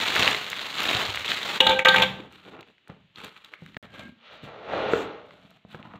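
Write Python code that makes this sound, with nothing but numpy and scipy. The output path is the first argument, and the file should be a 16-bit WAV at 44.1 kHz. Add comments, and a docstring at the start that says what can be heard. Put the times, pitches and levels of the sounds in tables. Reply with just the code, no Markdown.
"""Unwrapping a box

Foil gift wrap is pulled off a cardboard box in a small bare room, close to a phone: crackles and snaps of creases.
Something hard and ringing, like a small metal dish, falls and clatters to rest as clacks and fading tones,
driving the limiter down. Fingers then turn the box, rubbing and bumping it, and its tight lid slides off with
a hollow scrape and a pop: many tiny slips pass through the resonances of the box."""
import sys
import numpy as np
from scipy import signal
from scipy.fft import rfft, irfft
from scipy.io import wavfile
from scipy.ndimage import uniform_filter1d, minimum_filter1d

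SR = 44100
rng = np.random.default_rng(int(sys.argv[2]) if len(sys.argv) > 2 else 0)


def store_pcm(level_fs):
    """Save levels as 16-bit WAV."""
    pcm = np.round(np.clip(level_fs, -1, 1) * 32767).astype(np.int16)
    wavfile.write(sys.argv[1], SR, np.atleast_2d(pcm).T)


N = 264159
TIME = np.arange(N) / SR


def from_db(db):
    """Decibels to gain."""
    return 10 ** (np.asarray(db) / 20)


def at_hz(points, hz):
    """Read a table on a log-frequency axis."""
    knots, values = np.transpose(points)
    return np.interp(np.log(np.maximum(hz, 1)), np.log(knots), values)


def dying(t60, size=8192):
    """An envelope that loses 60 dB in t60 seconds."""
    return np.exp(-np.log(1000) * np.arange(size) / (SR * t60))


def convolve(x, response):
    """Let each sample set off the response, keeping the same length."""
    return signal.fftconvolve(x, response)[:len(x)]


def cut(x, order, hz, kind="low"):
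    """Keep what lies below, above or between the given frequencies."""
    return signal.sosfilt(signal.butter(order, hz, kind, fs=SR, output="sos"), x)


def colour(x, spectrum, size=4096):
    """Shape the tone by a table, with a minimum-phase filter so that nothing sounds early."""
    gain = from_db(at_hz(spectrum, np.arange(size // 2 + 1) * SR / size))
    cepstrum = irfft(np.log(gain))
    cepstrum[1:size // 2] *= 2
    cepstrum[size // 2 + 1:] = 0
    return convolve(x, irfft(np.exp(rfft(cepstrum))))


def resonance(hz, r):
    """Filter coefficients of one resonance with gain 1 on top."""
    return np.array([1, 0, -1]) * (1 - r * r) / 2, [1, -2 * r * np.cos(2 * np.pi * hz / SR), r * r]


def resonate(x, hz, width_hz):
    """Sound one fixed resonance."""
    return signal.lfilter(*resonance(hz, np.exp(-np.pi * width_hz / SR)), x)


def glide(x, hz, width_hz, size=128):
    """A resonance whose centre moves."""
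    r = np.exp(-np.pi * width_hz / SR)
    out, state = np.zeros(N), np.zeros(2)
    for i in range(0, N, size):
        out[i:i + size], state = signal.lfilter(*resonance(hz[i], r), x[i:i + size], zi=state)
    return out


def even(x, size=3000):
    """Hold the running rms at 1, keeping the fine grain."""
    return x / np.sqrt(np.abs(uniform_filter1d(x * x, size)) + 1e-12)


def wander(hz):
    """A smooth random drift with spread 1."""
    return even(cut(rng.standard_normal(N), 2, hz), size=SR // 2)


def add(out, s, sound, peak_db):
    """Place a sound at a time, with a given peak."""
    i = max(round(s * SR), 0)
    scaled = from_db(peak_db) * sound / np.abs(sound).max()
    out[i:i + len(sound)] += scaled[:N - i]


def stroke(start, length, db, rise_db_per_s, fall_db_per_s):
    """Gain of one movement: it swells, holds and dies away."""
    t = TIME[::32]
    early, late = np.maximum(start - t, 0), np.maximum(t - start - length, 0)
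    loss_db = rise_db_per_s * early + fall_db_per_s * late
    return np.interp(TIME, t, from_db(db - np.minimum(loss_db, 200)))


def strokes(rows, rise_db_per_s, fall_db_per_s, count):
    """One gain for each level column over a series of movements, added in power."""
    rows = np.array(rows)
    shapes = [stroke(start, length, 0, rise_db_per_s, fall_db_per_s) for start, length in rows[:, :2]]
    return np.sqrt(from_db(rows[:, 2:2 + count].T) ** 2 @ np.array(shapes) ** 2)


def grains(per_s, spread_db, t60, cap, count=24, size=512):
    """Random tiny releases on many facets, each with its own short ring.

    A positive spread makes a few releases strong, a negative one a few weak."""
    strength = from_db(spread_db * np.minimum(rng.exponential(1, N), cap))   # the cap limits the unevenness
    clicks = strength * rng.choice([-1, 1], N) * (rng.random(N) < per_s / SR)
    facet = rng.integers(0, count, N)
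    rings = rng.standard_normal((count, size)) * dying(t60, size=size)
    out = np.zeros(N)
    for k, ring in enumerate(rings):
        out += signal.oaconvolve(clicks * (facet == k), ring / np.linalg.norm(ring))[:N]
    return out


def snaps(rows, width_hz, edge_db, shiver_db, shiver_t60, delay_s):
    """Each snap is one sharp push and a brief shiver, through a broad resonance, with a bright edge."""
    out = np.zeros(N)
    for s, peak_db, hz in rows:
        push = from_db(shiver_db) * dying(shiver_t60) * rng.standard_normal(len(dying(1)))
        push[0] = 1
        edge = from_db(edge_db) * np.diff(push, prepend=0)
        add(out, s + delay_s, resonate(push, hz, width_hz) + edge, peak_db)
    return out


# how long the room's echo takes to fade by 60 dB: (frequency [Hz], time [s])
ROOM_FADE = [(80, 0.95), (300, 0.67), (1000, .52), (3000, 0.41), (12000, 0.39)]


def room_tail(count=10):
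    """Diffuse echo of the room, built in bands about an octave wide, the bass lasting longest; energy 1."""
    tail = np.zeros(SR)
    for hz in np.geomspace(50, 14000, count):
        band = cut(rng.standard_normal(SR), 2, [hz / np.sqrt(2), hz * np.sqrt(2)], "band")
        tail += band * dying(at_hz(ROOM_FADE, hz), size=SR)
    tail *= np.minimum(TIME[:SR] / 0.016, 1)   # the echo swells in over 16 ms
    return tail / np.sqrt(np.sum(tail ** 2))


# tone of the quiet background: (frequency [Hz], level [dB])
HUSH_TONE = [(30, -9), (140, -4.5), (300, -5.5), (1000, -15), (3000, -2), (6000, -15.5), (15000, -17)]


def hush():
    """Steady, quiet noise lies under everything."""
    return from_db(-65) * even(colour(rng.standard_normal(N), HUSH_TONE))


FOIL_GONE_S = 1.58   # the sheet is let go
SMALL_SNAPS_PER_S, SMALL_SNAP_HZ = 12, 3000   # pitch strays up to half an octave either way
SMALL_SNAP_DB, SMALL_SNAP_SPREAD_DB = 9.5, 3   # height above the pull's crackle level, and spread either way


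def small_snaps(crackle):
    """Lesser creases let go at random moments, stronger the harder the foil is pulled."""
    when, size, pitch = rng.random((round(SMALL_SNAPS_PER_S * FOIL_GONE_S), 3)).T
    s = when * FOIL_GONE_S
    crackle_db = 20 * np.log10(np.interp(s, TIME, crackle))
    peak_db = crackle_db + SMALL_SNAP_DB + SMALL_SNAP_SPREAD_DB * (2 * size - 1)
    return np.transpose([s, peak_db, SMALL_SNAP_HZ * 2 ** (pitch - .5)])


# pulls on the foil:
# (start [s], length [s], relative crackle level [dB], relative level of the whole sheet flapping [dB])
FOIL_PULLS = [(0.0, 0.1, -26.5, -37.5), (0.17, 0.12, -23, -31.5), (0.615, .025, -38, -46.5),
              (0.795, 0.1, -28, -38), (0.895, 0.14, -28, -35.5), (1.15, 0.018, -39, -59),
              (1.295, .03, -27.5, -40.5), (1.46, 0.11, -31.5, -40)]
# loud single creases snapping: (time [s], relative peak level [dB], pitch [Hz])
FOIL_SNAPS = [(0.0834, -11.5, 3500), (0.151, -11, 3145), (0.1629, -9, 1320), (0.1947, -6.5, 3020),
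              (0.2162, -21, 2500), (0.2244, -4.5, 2600), (0.2299, -3.5, 3320), (0.2429, -25, 2520),
              (0.2763, -1, 2760), (0.346, -12.5, 2310), (0.5296, -16, 2250), (0.5924, -14.5, 3040),
              (0.783, -10, 3807), (0.8389, -15, 2190), (0.885, -16, 3220), (0.8954, -15, 2477),
              (0.9487, -9.5, 3457), (0.9674, -12.5, 3310), (1.0515, -14.5, 3700), (1.1446, -19.5, 1432),
              (1.1728, -17, 1922), (1.247, -22, 1550), (1.279, -15, 3430), (1.3168, -8.5, 2310),
              (1.4296, -17, 3840)]
# tone of the crackling creases: (frequency [Hz], level [dB])
CRACKLE_TONE = [(400, -31), (900, -19.5), (1400, -3.5), (2000, 0.5), (2700, 4), (4000, 4), (6000, -0.5),
                (15000, -0.5)]
# tone of the flapping sheet: (frequency [Hz], level [dB])
FLAP_TONE = [(40, -18.5), (80, -4), (160, -1), (400, 0.5), (750, 1.5), (1200, 1.5), (2500, -19.5),
             (7000, -47.5)]
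PULL_SPEED = dict(rise_db_per_s=247, fall_db_per_s=118.5)
RUSTLE_DB, RUSTLE_FLAP_DB = -35, -47.5   # on the scale of the pulls: it rustles on until it is let go


def foil(room):
    """Creases buckle by the thousand, in little avalanches; each also shakes the wider sheet."""
    crackle, flap = strokes(FOIL_PULLS, **PULL_SPEED, count=2)
    held = stroke(0, FOIL_GONE_S, 0, **PULL_SPEED)
    crackle = np.hypot(crackle, from_db(RUSTLE_DB) * held)
    flap = np.hypot(flap, from_db(RUSTLE_FLAP_DB) * held)
    avalanche = wander(hz=58.9)
    # mostly weak, a few strong: a facet stores only so much energy
    creases = grains(per_s=2400 * from_db(4 * avalanche), spread_db=3.5, t60=.0035, cap=3.0)
    creases = creases + from_db(-8) * convolve(creases, room)
    sheet = from_db(5.5) * crackle * even(colour(creases, CRACKLE_TONE))
    sheet += from_db(2.33) * flap * even(colour(creases, FLAP_TONE))
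    loud = from_db(5) * snaps([*FOIL_SNAPS, *small_snaps(crackle)], width_hz=1200, edge_db=-22.5,
                              shiver_db=-15.5, shiver_t60=0.011, delay_s=.0009)
    return sheet + loud + from_db(-12) * convolve(loud, room)


# needle-sharp crackles of foil and glossy card: (time [s], relative level [dB])
SHARP_CRACKLES = [(0.157, -19.5), (0.1944, -19.5), (0.5, -26), (0.8026, -26), (0.832, -24.5), (1.1567, -26),
                  (2.3235, -51), (2.4952, -56), (2.608, -45.5), (2.8795, -49), (3.245, -34.5), (3.446, -45),
                  (3.661, -47), (5.505, -53)]


def prickles():
    """The smallest creases let go almost at once, with nearly all their energy in the treble."""
    out = np.zeros(N)
    for s, peak_db in SHARP_CRACKLES:
        add(out, s + 0.00105, rng.standard_normal(len(dying(1))) * dying(0.0075), peak_db)
    return from_db(24.5) * cut(out, 2, 6500, "high")


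# soft bumps on the box, the loudest as the lid comes free:
# (time [s], peak level [dB], pitch [Hz], time to fade by 60 dB [s], level of the upper panel modes [dB])
BOX_BUMPS = [(0.194, -26, 121, 0.051, -8), (0.948, -27, 120, 0.063, -7.5), (1.085, -32, 89.5, 0.18, -19),
             (1.159, -43, 63, 0.092, 0), (2.2, -31.5, 310, 0.033, -1.5), (2.898, -31, 171, 0.046, 2),
             (3.622, -35.5, 160, 0.12, 1), (3.768, -26, 180, 0.02, 4), (4.059, -41, 237.4, 0.45, -28),
             (4.435, -33.5, 138, 0.11, 3), (4.9346, -7.5, 440, 0.031, -1), (4.9347, -17, 1350, 0.02, -12),
             (5.449, -44, 191, 0.05, -12), (5.65, -35, 202, 0.03, 5), (5.746, -30.5, 157, 0.11, 11),
             (5.941, -33, 214, 0.057, 17)]
# modes, or natural tones, of a pressed cardboard panel: (multiple of the lowest pitch [ratio], level [dB])
PANEL_MODES = [(1, 16), (1.451, -5), (2.302, 0), (3.121, 1.5), (4.7, -9)]
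# fingertips and nails ticking on the box, and at 4.933 s the sharp click of the lid popping off:
# (time [s], relative peak level [dB], pitch [Hz])
BOX_TICKS = [(2.202, -29.5, 2760), (2.6075, -30.5, 3860), (2.628, -35, 2540), (2.7805, -45.5, 2140),
             (2.8739, -41, 1386), (2.8985, -34, 895), (3.158, -28, 4120), (3.3635, -34, 1810),
             (3.4452, -30, 3730), (3.5365, -26, 2040), (3.6617, -33, 1900), (3.7443, -32.5, 1970),
             (3.7665, -20.5, 1940), (4.9334, -13, 1300), (5.3073, -33.5, 1173), (5.7458, -29, 1040),
             (5.8272, -35.5, 2650), (5.9364, -37, 1260)]


def touches(room):
    """Nails tick on the box, the lid clicks, and bumps sound the panels, whose higher modes die sooner."""
    out = from_db(3.5) * snaps(BOX_TICKS, width_hz=900, edge_db=-25,
                               shiver_db=-18.5, shiver_t60=0.017, delay_s=0.00109)
    t = TIME[:SR // 2]
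    for s, peak_db, hz, t60, upper_db in BOX_BUMPS:
        panel = np.zeros(len(t))
        for k, db in PANEL_MODES:
            tone = np.sin(2 * np.pi * hz * k * t) * dying(t60 / np.sqrt(k), size=len(t))
            panel += from_db(db + upper_db * (k > 1)) * tone
        radiated = cut(panel, 1, hz / 3, "high")   # a small panel radiates little bass
        add(out, s, radiated, peak_db)
    return out + from_db(-10.5) * convolve(out, room)


# bounces of the dish: (time [s], clack peak level [dB], clack pitch [Hz], opening ring rms level [dB],
# pitch of the modes that this contact favours [Hz])
DISH_BOUNCES = [(1.603, 12.5, 3000, -11.5, 594), (1.666, 3, 3516, -16, 850),
                (1.693, -2.5, 3500, -20.5, 867), (1.710, -11.5, 3400, -21, 2920),
                (1.7895, -5.5, 2200, -24.5, 2200), (1.848, 10.5, 3400, -6.5, 2316),
                (1.855, 13, 1900, 1, 1347), (1.884, 15, 3500, -13.5, 1630), (1.9425, 0.5, 1500, -18, 1550),
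                (1.960, 1, 2700, -13, 2300), (1.981, -3, 2400, -33, 897), (1.996, -9, 2800, -25, 558),
                (2.020, 0.5, 3000, -20, 2400), (2.032, -8, 3100, -25, 650)]
# modes of the dish: (frequency [Hz], level [dB], undisturbed time to fade by 60 dB [s])
DISH_MODES = [(522, -1, .42), (799, -5, .34), (888, -1, .38), (1171, -9, .15), (1249, -5, .17),
              (1470, -11, .13), (1571, -2, .42), (1700, -10, .2), (1909, -11, .22), (2237, -7, .16),
              (2268, -7, .2), (2310, -5, .14), (2398, -7, .2), (2450, -7, .2), (2640, -11, .17),
              (2846, -5, .2), (3134, -9, .15), (3201, -8, .15), (3278, -8, .15), (3487, -8, .22),
              (3570, -11, .2), (3817, -9, .15), (5150, -8, .1), (6450, -8, .12), (7150, -8, .06),
              (7700, -10, .06), (9350, -9, .06), (13600, -4, .06)]
# low tone of a struck surface, also used for the panels of the box: (frequency [Hz], level [dB])
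BOOM_TONE = [(40, -15.5), (80, -10), (130, -5), (230, -2.5), (330, -12), (700, -27.5)]
DISH_REST_S = 2.054


def dish(room):
    """Every bounce checks the old ring, clacks and rings the modes anew, most those near the one it favours."""
    clacks, rings = np.zeros(N), np.zeros(N)
    hz, mode_db, t60 = np.transpose(DISH_MODES)
    t = TIME[:SR // 2]
    decays = np.array([dying(each, size=len(t)) for each in t60])
    for s, clack_db, clack_hz, ring_db, favoured_hz in DISH_BOUNCES:
        # the rim buzzes on the surface
        chatter = rng.standard_normal(len(dying(1))) * dying(0.031) * (1 - dying(0.018))
        rim = resonate(resonate(chatter, clack_hz, 1400), clack_hz, 1400)
        rim += from_db(-25.0) * resonate(chatter, 2 * clack_hz, 700)
        add(clacks, s, rim + from_db(-12.0) * chatter, clack_db)

        rings *= from_db(-1.5 * np.clip((TIME - s) / .003, 0, 1))   # the contact damps what still rings
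        nearness = np.exp(-(np.log2(hz / favoured_hz) / .3) ** 2)
        strength = from_db(mode_db + 9.2 * nearness + rng.uniform(-2.8, 2.3, len(hz)))
        strength *= rng.choice([-1, 1], len(hz))
        loaded_hz = hz * (1 + rng.uniform(-.008, .008, len(hz)))   # each contact detunes the shell a little
        ring = strength @ (np.sin(2 * np.pi * loaded_hz[:, None] * t) * decays)
        crest_db = 20 * np.log10(np.abs(ring).max() / ring[:SR // 100].std())   # peak over opening rms
        add(rings, s, ring, ring_db + crest_db)
    wobble = even(cut(rng.standard_normal(N), 2, 70))
    rings *= 1 + .25 * wobble   # the tumbling dish turns its faces to and fro
    rings *= from_db(-450 * np.maximum(TIME - DISH_REST_S, 0))   # lying flat damps the ring
    thud = colour(clacks, BOOM_TONE)   # the surface it lands on, heard through the room
    thud = thud + from_db(8.0) * resonate(thud, 190, 4.6) + from_db(8.0) * resonate(thud, 335, 13)
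    into_room = from_db(-12.0) * clacks + from_db(-20) * rings + from_db(-7.0) * thud
    return clacks + rings + convolve(into_room, room)


# finger rubs; the first row is the dish's clatter dying away in the room, and the one at 5.27 s is
# the lid's scrape lingering on after its last tug: (start [s], length [s], relative surface scrape level [dB],
# relative level of the hollow [dB], relative level of the panel boom [dB], pitch of the hollow [Hz])
RUBS_AND_TAILS = [(2.143, 0.12, -59, -52, -54, 320), (2.325, 0.12, -54, -64.5, -69, 350),
                  (2.462, 0.062, -55, -50, -52.5, 344), (2.539, 0.063, -74, -47.5, -53.5, 325),
                  (2.672, 0.024, -63, -62.5, -62, 370), (2.903, 0.0098, -61.5, -47.5, -55.5, 390),
                  (3.003, .06, -76, -82, -72.5, 390), (3.187, 0.027, -42, -51.5, -52.5, 400),
                  (3.239, 0.019, -39, -45.5, -48.5, 407), (3.325, 0.16, -56, -69, -69.5, 427),
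                  (3.524, 0.011, -52, -56, -72, 462), (3.61, 0.17, -60, -71, -57.5, 480),
                  (3.829, .015, -51.5, -51, -48.5, 487), (3.94, 0.079, -47, -50, -48.5, 524),
                  (4.034, 0.053, -55.5, -57, -45, 530), (4.33, 0.0097, -50.5, -48.5, -56, 554),
                  (4.441, 0.0077, -48, -65, -46, 560), (5.27, 0.27, -60, -64, -59.5, 524),
                  (5.706, 0.043, -52, -63, -55, 800), (5.759, 0.2, -65.5, -53.5, -50.5, 1010)]
# the tight lid gives way in tugs:
# (start [s], length [s], relative surface scrape level [dB], relative level of the box body [dB])
LID_TUGS = [(4.26, 0.095, -49, -61), (4.47, 0.25, -55.5, -45.5), (4.735, 0.22, -40.3, -29)]
# the air resonance sinks as the lid draws out and the space inside grows, then rises: (time [s], pitch [Hz])
LID_AIR = [(4.6, 555), (4.75, 520), (4.87, 468), (5.0, 422), (5.2, 517)]
# resonances of the box walls: (frequency [Hz], width [Hz], level [dB])
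WALL_RESONANCES = [(310, 14.5, -0.5), (835, 130, -4), (1110, 91, -9.5), (1336, 160, 0), (2386, 51, 3),
                   (2750, 270, -4.5), (3380, 100, -7.5)]
# tone of the surface scrape: (frequency [Hz], level [dB])
SCRAPE_TONE = [(400, -18.5), (900, -4.5), (1600, -2), (2700, -0.5), (4000, 2.5), (6500, -7), (10000, 0.5),
               (15000, -5.5)]
# tone of the hollow box: (frequency [Hz], level [dB])
HOLLOW_TONE = [(120, -30), (300, 0), (500, 2), (800, -3), (1300, -5.5), (2000, -6), (4000, -16.5)]
PRESSURE_WOBBLE_DB, PRESSURE_WOBBLE_HZ = 2.5, 25   # the fingers press unevenly
RUB_SLIPS_PER_S, LID_SLIPS_PER_S = 850, 5500
RUB_EDGE_DB, RIM_EDGE_DB = 1, -5   # treble against the rubbing scrape, and against the rim's hiss
LID_BOOM_DB = -11   # against the body of the box
LID_HISS_DB, LID_HISS_HZ, LID_HISS_WIDTH_HZ = -9, 7500, 3800   # flat card on card has little top


def rubbing(room):
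    """Cardboard sticks and slips under fingers and lid; slips hiss and sound the air and panels of the box."""
    pressure = from_db(PRESSURE_WOBBLE_DB * wander(PRESSURE_WOBBLE_HZ))
    rubs = strokes(RUBS_AND_TAILS, rise_db_per_s=622, fall_db_per_s=263.5, count=3)
    rub_scrape, rub_body, rub_boom = pressure * rubs
    lid_scrape, lid_body = strokes(LID_TUGS, rise_db_per_s=209, fall_db_per_s=75.5, count=2)
    scrape, hollow = np.hypot(rub_scrape, lid_scrape), np.hypot(rub_body, lid_body)
    boom = np.hypot(rub_boom, from_db(LID_BOOM_DB) * lid_body)
    # the rim hisses as it slips over the edge of the box
    rim = stroke(start=4.925, length=0.092, db=-30.5, rise_db_per_s=350, fall_db_per_s=302)
    hiss = from_db(RUB_EDGE_DB) * rub_scrape + from_db(RIM_EDGE_DB) * rim

    lid_share = (lid_scrape / scrape) ** 2
    rub_share = 1 - lid_share
    starts, *_, hollow_hz = np.transpose(RUBS_AND_TAILS)
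    cavity_hz = rub_share * np.interp(TIME, starts, hollow_hz)
    cavity_hz += lid_share * np.interp(TIME, *np.transpose(LID_AIR))
    slip_rate = rub_share * RUB_SLIPS_PER_S + lid_share * LID_SLIPS_PER_S
    slips = grains(per_s=slip_rate, spread_db=3.0, t60=0.0022, cap=3.4)
    slips = slips + from_db(-4.0) * convolve(slips, room)
    slips = slips + sum(from_db(db) * resonate(slips, hz, width) for hz, width, db in WALL_RESONANCES)

    surface = even(colour(slips, SCRAPE_TONE))
    dull, edge = cut(surface, 3, 6000), cut(surface, 3, 6000, "high")
    inside = cut(colour(slips, HOLLOW_TONE), 2, 4500)
    inside = inside + from_db(4) * glide(inside, cavity_hz, 160)
    panels = cut(colour(slips, BOOM_TONE), 2, 900)
    flat_face = resonate(surface, LID_HISS_HZ, LID_HISS_WIDTH_HZ)
    flat_face = resonate(flat_face, LID_HISS_HZ, LID_HISS_WIDTH_HZ)
    lid_hiss = (from_db(LID_HISS_DB) * lid_scrape + rim) * flat_face
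    outside = from_db(2.5) * (scrape * dull + hiss * edge + lid_hiss)
    return outside + from_db(0.5) * hollow * even(inside) + from_db(-0.2) * boom * even(panels)


# resonances that a dragging fingertip sets singing: (frequency [Hz], width [Hz], level [dB])
SQUEAK_RESONANCES = [(552, 21, -2), (1103, 49.7, -4), (1610, 21, 8.5), (2160, 160, -3.5), (2590, 50, -6),
                     (3060, 110, -10)]


def squeak(room):
    """A finger drags over the glossy face; its uneven slips ring a few narrow resonances."""
    level = stroke(start=3.945, length=.13, db=-50.5, rise_db_per_s=258, fall_db_per_s=602)
    slips = grains(per_s=680, spread_db=-3.0, t60=0.0015, cap=2.3, count=2)
    ringing = sum(from_db(db) * resonate(slips, hz, width) for hz, width, db in SQUEAK_RESONANCES)
    tone = level * even(ringing)
    return tone + from_db(-15) * convolve(tone, room)


def scene():
    """Most sources share one room echo; the two channels differ only in the high treble."""
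    room = room_tail()
    mid = hush() + foil(room) + dish(room) + rubbing(room) + touches(room) + squeak(room) + prickles()
    scatter = rng.standard_normal(len(dying(1))) * dying(.01)
    side = cut(convolve(mid, scatter / np.linalg.norm(scatter)), 4, 7000, "high")
    return mid + from_db(-35.5) * side * np.array([[1], [-1]])


def limiter(x, ceiling_db, release_db_per_s, size=600):
    """The gain dips just ahead of a loud peak and recovers at a steady rate."""
    over = np.maximum(20 * np.log10(np.abs(x).max(axis=0) + 1e-9) - ceiling_db, 0)
    recovery = release_db_per_s * TIME
    held = np.maximum.accumulate(over + recovery) - recovery
    ahead = minimum_filter1d(-held, 2 * size, origin=-size)
    return x * from_db(uniform_filter1d(ahead, size, origin=size // 2 - 1))


# tone of the microphone: (frequency [Hz], level [dB])
MICROPHONE_TONE = [(25, -20.5), (48, -9), (64, -3), (1000, 2), (3900, -2), (4400, -8), (5100, -16.5),
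                   (7000, -12.5), (8600, -24), (11000, -28), (13800, -22), (15800, -29.5)]
DROPOUT_START_S, DROPOUT_END_S = 3.774, 3.827   # the sound drops out briefly
CUTOFF_HZ = 15750


def record(dry):
    """Microphone colour, limiter, a brief dropout and the top cut."""
    x = np.array([colour(channel, MICROPHONE_TONE) for channel in dry])
    x = limiter(x, ceiling_db=-.6, release_db_per_s=100.0)
    x = x * ((TIME < DROPOUT_START_S) | (TIME > DROPOUT_END_S))
    return signal.sosfilt(signal.ellip(12, .1, 80, CUTOFF_HZ, fs=SR, output="sos"), x)


dry = scene()
out = record(dry)
store_pcm(out)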